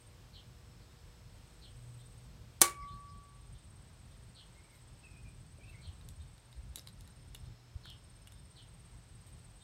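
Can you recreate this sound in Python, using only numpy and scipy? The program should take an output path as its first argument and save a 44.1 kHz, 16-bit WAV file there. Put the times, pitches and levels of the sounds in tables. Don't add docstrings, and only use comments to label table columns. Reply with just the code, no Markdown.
import sys
import numpy as np
from scipy import signal
from scipy.fft import rfft, irfft
from scipy.io import wavfile
from scipy.ndimage import uniform_filter1d

SR = 44100
rng = np.random.default_rng(int(sys.argv[2]) if len(sys.argv) > 2 else 0)


def to_wav(sig):
    pcm = np.clip(np.atleast_2d(sig), -1, 1) * 32767
    pcm = np.round(pcm).astype(np.int16)
    wavfile.write(sys.argv[1], SR, pcm.T)


N = 424683
TIME = np.arange(N) / SR

# (time [s], level [dB], nominal decay time [s])
DISCHARGE_SHOCKS = [(2.6095, -37, .008), (2.614, -26, 0.0023), (2.6156, -11, .002), (2.6161, -7, 0.0016),
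                    (2.618, -15.5, 0.0041), (2.6212, -11, 0.001)]
STRIKE_S = DISCHARGE_SHOCKS[2][0]


def gain_of(db):
    return 10 ** (np.asarray(db) / 20)


def evened(x):
    return x / np.sqrt(np.mean(x ** 2) + 1e-20)


def read(points, hz):
    f, value = np.transpose(points)
    return np.interp(np.log(hz + 1), np.log(f + 1), value)


def add(mix, s, sound):
    part = mix[max(round(s * SR), 0):][:len(sound)]
    part += sound[:len(part)]


def noise(colour):
    hz = np.fft.rfftfreq(N, 1 / SR)
    spectrum = rfft(rng.standard_normal(N)) * gain_of(read(colour, hz))
    return evened(irfft(spectrum, N))


def band(centre_hz, width_hz):
    hz = np.fft.rfftfreq(N, 1 / SR)
    bell = np.exp(-((hz - centre_hz) / width_hz) ** 2)
    return evened(irfft(rfft(rng.standard_normal(N)) * bell, N))


def causal(colour, size=4096):
    level_db = read(colour, abs(np.fft.fftfreq(size, 1 / SR)))
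    log_gain = np.log(gain_of(np.maximum(level_db, -80)))
    response = np.fft.ifft(np.exp(np.conj(signal.hilbert(log_gain)))).real[:size // 2]
    return response / np.linalg.norm(response)


def modes(table, size=SR // 2):
    t = TIME[:size]
    return sum(gain_of(db - 60 * t / t60) * np.sin(2 * np.pi * hz * t) for hz, db, t60 in table)


def spells(rows, rise_s, fall_s):
    gain = 0
    for start, end, db in rows:
        ramp = np.minimum((TIME - start) / rise_s, (end - TIME) / fall_s)
        gain = gain + gain_of(db) * np.clip(ramp, 0, 1)
    return gain


def burst(decay_s, rise_s=.0003):
    t = TIME[:SR // 10]
    shape = np.exp(-t / decay_s)
    rise = 1 - np.exp(-t / rise_s)
    spectrum = rfft(rise * shape * rng.standard_normal(len(t)))
    flat = irfft(spectrum / (abs(spectrum) + 1e-12), len(t))
    puff = flat * rise * shape ** (1 / 4)
    return evened(puff) * np.sqrt(np.mean(shape ** 2))


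def yard_tail(size=256, clump_db=1.5):
    # (frequency [Hz], t60 [s])
    yard_t60 = [(250, 0.33), (1000, 0.29), (2500, 0.23), (5000, .21), (9000, .2), (14000, .18)]
    hz, t, z = signal.stft(rng.standard_normal(SR), SR, nperseg=size)
    z = z * gain_of(clump_db * rng.standard_normal(len(t)))
    decay = gain_of(-60 * t / read(yard_t60, hz)[:, None])
    tail = signal.istft(z * decay, SR, nperseg=size)[1]
    return tail / np.linalg.norm(tail)


def discharge(echo_db=3, echo_delay_s=.003, case_db=-2, ring_hz=1143.4, ring_s=1.05):
    # (frequency [Hz], density [dB per Hz])
    crack_colour = [(80, -44), (200, -29), (330, -8.5), (640, -14), (1250, -11), (2000, -14.5),
                    (3400, -11.5), (4300, -6.5), (5000, -8), (6300, -4), (7900, -4), (9400, 3), (10600, -7),
                    (11800, -3.5), (12900, -16), (15100, -8), (16000, -19)]
    # (frequency [Hz], density [dB per Hz])
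    yard_colour = [(100, -40), (240, -14), (350, -1), (650, -7.5), (1400, -2), (2300, -1), (3200, -4.5),
                   (4400, -3), (5000, -4), (7000, -0.5), (9300, 2.5), (10500, -5), (15800, -11.5)]
    # (pitch [Hz], level before case_db [dB], t60 [s])
    case_modes = [(350, -32, .18), (474, -33.5, .13), (556, -44, .35), (799, -34, .18), (933, -40, .16),
                  (1111, -35, .13), (1180, -32.5, .14), (1312, -36.5, .13), (1469, -31.5, .16),
                  (1876, -38, .12), (2206, -34, .12), (2251, -41.5, .45), (2278.5, -42.5, .45),
                  (3031, -35, .12), (4242, -32, .12), (4549, -31, .1), (5901, -29, .11), (6230, -29, .1),
                  (6900, -28, .08), (8457, -26, .07), (9140, -26, .11), (9425, -19, .05)]
    # (offset from ring_hz [Hz], level [dB], t60 [s])
    ring_modes = [(-3.8, -33, .54), (-.26, -47.3, 2.9), (.26, -47.3, 2.9)]
    shocks, out = np.zeros(N), np.zeros(N)
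    for s, db, decay_s in DISCHARGE_SHOCKS:
        add(shocks, s, gain_of(db) * burst(decay_s))
    add(out, 0, signal.oaconvolve(shocks, causal(crack_colour)))
    echo = signal.oaconvolve(yard_tail(), causal(yard_colour))
    add(out, STRIKE_S + echo_delay_s, gain_of(echo_db) * echo)
    add(out, STRIKE_S, gain_of(case_db) * modes(case_modes))
    ring = modes(np.array(ring_modes) + [ring_hz, 0, 0], size=2 * SR)
    cutoff = np.exp(-(TIME[:len(ring)] / ring_s) ** 10)
    add(out, STRIKE_S, ring * cutoff)
    return out


def stick(contact_s=.0013, scrape_s=.018, scrape_db=-19.5, grit_db=4, knocks_db=1, wet_db=-13):
    # (time [s], level [dB], knock against tick before knocks_db [dB], pitch of knock [Hz])
    taps = [(6.011, -61, 7, 3900), (6.0875, -43.5, -17, 3900), (6.3794, -59, 4, 3840),
            (6.5273, -57, 6, 3800), (6.7578, -31.5, -7, 4050), (6.774, -51, 4, 3860),
            (6.7815, -48, 4, 3900), (6.7864, -46, -8, 2800), (6.7935, -47, 4, 5300),
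            (6.8723, -44, 4.5, 4095), (6.886, -50, 0, 3970), (7.0082, -48.5, -15, 4000),
            (7.0755, -51, -1, 4000), (7.347, -40, -1, 3700), (7.3505, -50, 4, 2900), (7.361, -54, -3, 5400),
            (7.8555, -52, 5, 1450), (7.9006, -48, -1, 5400), (8.2727, -48.5, 1, 2900),
            (8.321, -50, -2, 3700), (9.2673, -58, -15, 3900)]
    # (frequency [Hz], density [dB per Hz])
    tick_colour = [(880, -52), (1600, -25), (2020, -15), (3960, -1), (5000, -9), (6600, -6), (7500, -2),
                   (8500, -8), (10200, -4.5), (11800, -5.5), (12500, -16), (13500, -10), (16000, -22)]
    # (ratio to its pitch [1], relative level [dB], t60 [cycles of the knock's pitch])
    knock_modes = [(.55, -13, 40), (.8, -6, 35), (1, 2.5, 45), (1.15, -1, 30)]
    out, tick = np.zeros(N), causal(tick_colour)
    for s, db, knock_db, hz in taps:
        scrape = burst(scrape_s)
        unevenness = evened(uniform_filter1d(rng.standard_normal(len(scrape)), size=60))
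        grit = evened(gain_of(grit_db * unevenness))
        contact = gain_of(db) * (burst(contact_s) + gain_of(scrape_db) * scrape * grit)
        knock = modes(np.array(knock_modes) * [hz, 1, 1 / hz], size=SR // 10)
        knock = knock / np.linalg.norm(knock)
        add(out, s, signal.fftconvolve(contact, tick))
        add(out, s, gain_of(knock_db + knocks_db) * signal.fftconvolve(contact, knock))
    return out + gain_of(wet_db) * signal.oaconvolve(out, yard_tail())[:N]


def handling(thud_t60=0.3, thud_hz=310, thud_width_hz=500):
    # (time [s], level [dB], half length [s])
    rub_rows = [(4.756, -77, .05), (5.7, -80, .03), (9.29, -76, 0.022)]
    # (time [s], level [dB])
    thud_rows = [(5.58, -62.5), (6.772, -61)]
    rubs = sum(gain_of(db) * np.exp(-((TIME - s) / half_s) ** 2) for s, db, half_s in rub_rows)
    thuds = sum((TIME > s) * gain_of(db - 60 * abs(TIME - s) / thud_t60) for s, db in thud_rows)
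    return rubs * band(12800, 2800) + thuds * band(thud_hz, thud_width_hz)


def transformer(off_s=2.616, waver_db=1.0, swell_s=.3):
    # (pitch [Hz], level [dB])
    hum_tones = [(120, -66.5), (240, -81.5), (360, -81.5), (480, -77), (600, -82.5)]
    # (start [s], end [s], level [dB])
    drone_spells = [(1.45, 2.75, -58), (2.5, 9.9, -65)]
    hum = 0
    for hz, db in hum_tones:
        hum = hum + gain_of(db) * np.sqrt(2) * np.sin(2 * np.pi * (hz * TIME + rng.random()))
    hum = hum * (TIME < off_s) * gain_of(waver_db * band(0, 2.6))
    return hum + spells(drone_spells, swell_s, swell_s) * band(120, 4.83)


def insects(stroke_s=.0586, first_s=.016, stroke_half_s=.01, rasp_hz=8595, waver_hz=28, scatter_db=-7,
            rasp_rise_s=.6, rasp_stop_s=.08, high_bed_db=-81, low_bed_db=-85,
            high_rise_s=2.0, low_rise_s=.8, fade_s=.35):
    # (start [s], end [s], level [dB])
    rasp_bouts = [(-1, .16, -70.5), (1.15, 2.28, -72.5), (2.3, 7.52, -74), (7.6, 9.9, -71.5)]
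    # (start [s], end [s], level [dB])
    high_swells = [(-2, .2, -78), (.5, 2.35, -76), (2.4, 6.5, -81), (7.8, 10.2, -78.5)]
    # (start [s], end [s], level [dB])
    low_swells = [(-.1, 1.9, -85), (4.3, 5.4, -85), (6.6, 8.7, -81.8)]
    uneven_time = TIME - first_s + .0015 * band(0, .95)
    from_peak = (uneven_time + stroke_s / 2) % stroke_s - stroke_s / 2
    tone = np.sin(2 * np.pi * np.cumsum(rasp_hz + waver_hz * band(0, 160)) / SR)
    pulses = np.exp(-(from_peak / stroke_half_s) ** 2)
    strokes = evened(pulses * tone * gain_of(1.5 * band(0, 10)))
    scatter = gain_of(scatter_db) * band(rasp_hz, 130)
    near = spells(rasp_bouts, rasp_rise_s, rasp_stop_s) * (strokes + scatter)
    high = gain_of(high_bed_db) + spells(high_swells, high_rise_s, fade_s)
    high = high * band(8080, 440) * gain_of(1.8 * band(0, 25))
    low = gain_of(low_bed_db) + spells(low_swells, low_rise_s, fade_s)
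    return near + high + low * band(5260, 135)


def note(start_hz, end_hz, length, buzz, buzz_hz=380, jitter=.35):
    t = TIME[:int(length * SR)]
    uneven = evened(uniform_filter1d(rng.standard_normal(len(t)), 80))
    flutter = buzz * np.sin(2 * np.pi * np.cumsum(buzz_hz * (1 + jitter * uneven)) / SR)
    pitch = np.geomspace(start_hz, end_hz, len(t)) * (1 + flutter)
    return evened(signal.windows.tukey(len(t), .6) * np.sin(2 * np.pi * np.cumsum(pitch) / SR))


def birds(upper_hz=4350, upper_end_hz=4100, upper_share=.8, upper_harsh=.07,
          lower_hz=3600, lower_end_hz=3080, lag_s=.013, lower_harsh=.088,
          twitter_db=-80, count=44, warble=.02, warble_hz=60, dry_db=-5.5, wet_db=-2.3):
    # (time [s], level [dB], length [s], high voice against low [dB])
    chirps = [(0.325, -59.5, .069, -1), (1.608, -60.5, .067, -1), (4.338, -60.5, .087, -1),
              (5.808, -62.5, .085, 0), (7.82, -55, .105, -6), (8.548, -60.5, .07, -3)]
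    # (time [s], level [dB], pitch [Hz])
    peeps = [(.8, -70.5, 4310), (1.985, -65, 3566), (2.795, -71, 4970), (2.87, -62, 3500),
             (2.91, -67, 4100), (3.07, -70, 4900), (3.54, -67, 3490), (4.1, -71.5, 3590),
             (5.668, -70, 3600), (6.191, -67.5, 3620), (7.43, -69.5, 3550), (8.345, -69.5, 3520),
             (9.6, -64.5, 3600)]
    # (time [s], level [dB], length [s], start pitch [Hz], end pitch [Hz])
    whistles = [(2.79, -64, .055, 2270, 2050), (4.55, -69, .04, 2130, 2160), (4.615, -70, .035, 2270, 2290),
                (4.68, -71, .08, 2230, 2100), (5.025, -61, .065, 2700, 2480), (5.11, -70, .11, 2400, 2580),
                (5.245, -66.5, .04, 2400, 2480), (5.59, -68, .03, 2290, 2370),
                (5.62, -63, .035, 2200, 2800), (5.67, -63, .042, 2720, 2600), (5.715, -65, .04, 2400, 2000),
                (5.765, -65, .03, 2080, 2360)]
    out = np.zeros(N)
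    for s, db, length, upper_db in chirps:
        upper = note(upper_hz, upper_end_hz, upper_share * length, upper_harsh, buzz_hz=240)
        lower = note(lower_hz, lower_end_hz, length, lower_harsh, buzz_hz=240)
        add(out, s, gain_of(db + upper_db) * upper)
        add(out, s + lag_s, gain_of(db) * lower)
    for s, db, hz in peeps:
        add(out, s, gain_of(db) * note(hz, 1.035 * hz, 0.041, 0.085))
    for when, size, high, glide in rng.random((count, 4)):
        hz = 2900 + 2200 * high
        twitter = note(hz, hz * (.92 + .14 * glide), 0.045, .03)
        add(out, when * N / SR, gain_of(twitter_db + 2 * size) * twitter)
    for s, db, length, from_hz, to_hz in whistles:
        add(out, s, gain_of(db) * note(from_hz, to_hz, length, warble, buzz_hz=warble_hz))
    return gain_of(dry_db) * out + gain_of(wet_db) * signal.oaconvolve(out, yard_tail())[:N]


def wind(wind_db=-1, calm_db=-64, rise_s=.14, fall_s=.16, lump_db=2.4):
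    # (start [s], end [s], level [dB])
    gusts = [(0, 1.65, -59.7), (1.5, 3.7, -57), (3.55, 4.65, -59), (4.8, 6.4, -56), (6.5, 7.6, -57.5),
             (7.7, 9.7, -58.6)]
    # (frequency [Hz], density [dB per Hz])
    wind_colour = [(15, -44.5), (28, -25), (42, 2), (60, -2), (110, -3.5), (160, -9.5), (240, -22.5),
                   (400, -32), (900, -60)]
    # (time [s], level [dB], pitch [Hz], half length [s])
    bumps = [(5.892, -39, 82, 0.016), (6.207, -43, 74.4, 0.025), (6.591, -41, 61.6, .022),
             (6.71, -41, 62.4, .016), (7.45, -45, 70, .018), (7.762, -34, 70, 0.007)]
    strength = gain_of(calm_db) + spells(gusts, rise_s, fall_s)
    rumble = evened(noise(wind_colour) * gain_of(lump_db * band(0, 9.7)))
    out = gain_of(wind_db) * strength * rumble
    for s, db, hz, half_s in bumps:
        swell = np.exp(-((TIME - s) / half_s) ** 2)
        out += gain_of(db) * swell * np.cos(2 * np.pi * hz * (TIME - s))
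    return out


def air(wash_db=-66, hiss_db=-74):
    # (frequency [Hz], density [dB per Hz])
    air_colour = [(30, -10), (200, 5), (450, 1.5), (1000, -0.5), (1700, -4), (2900, -5.5), (4200, -5.5),
                  (6000, -10), (9600, -14.5), (10400, -22), (11000, -18.5), (16000, -24)]
    # (frequency [Hz], density [dB per Hz])
    hiss_colour = [(1000, 0), (5000, -1), (9000, -4), (10400, -12), (11500, -6), (15500, -10)]
    wash = gain_of(wash_db + .4 * band(0, 3)) * noise(air_colour)
    return wash + gain_of(hiss_db) * noise(hiss_colour) * (TIME < STRIKE_S)


def scene():
    metal = discharge() + stick() + handling()
    surroundings = transformer() + insects() + birds() + wind() + air()
    return (metal + surroundings)[None]


def record(dry, ceiling=.72, edge_hz=15900):
    rounded = dry / (1 + (dry / ceiling) ** 4) ** (1 / 4)
    lowpass = signal.firwin(401, edge_hz, window=("kaiser", 8), fs=SR)
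    return signal.oaconvolve(rounded, lowpass[None], "same")


dry = scene()
out = record(dry)
to_wav(out)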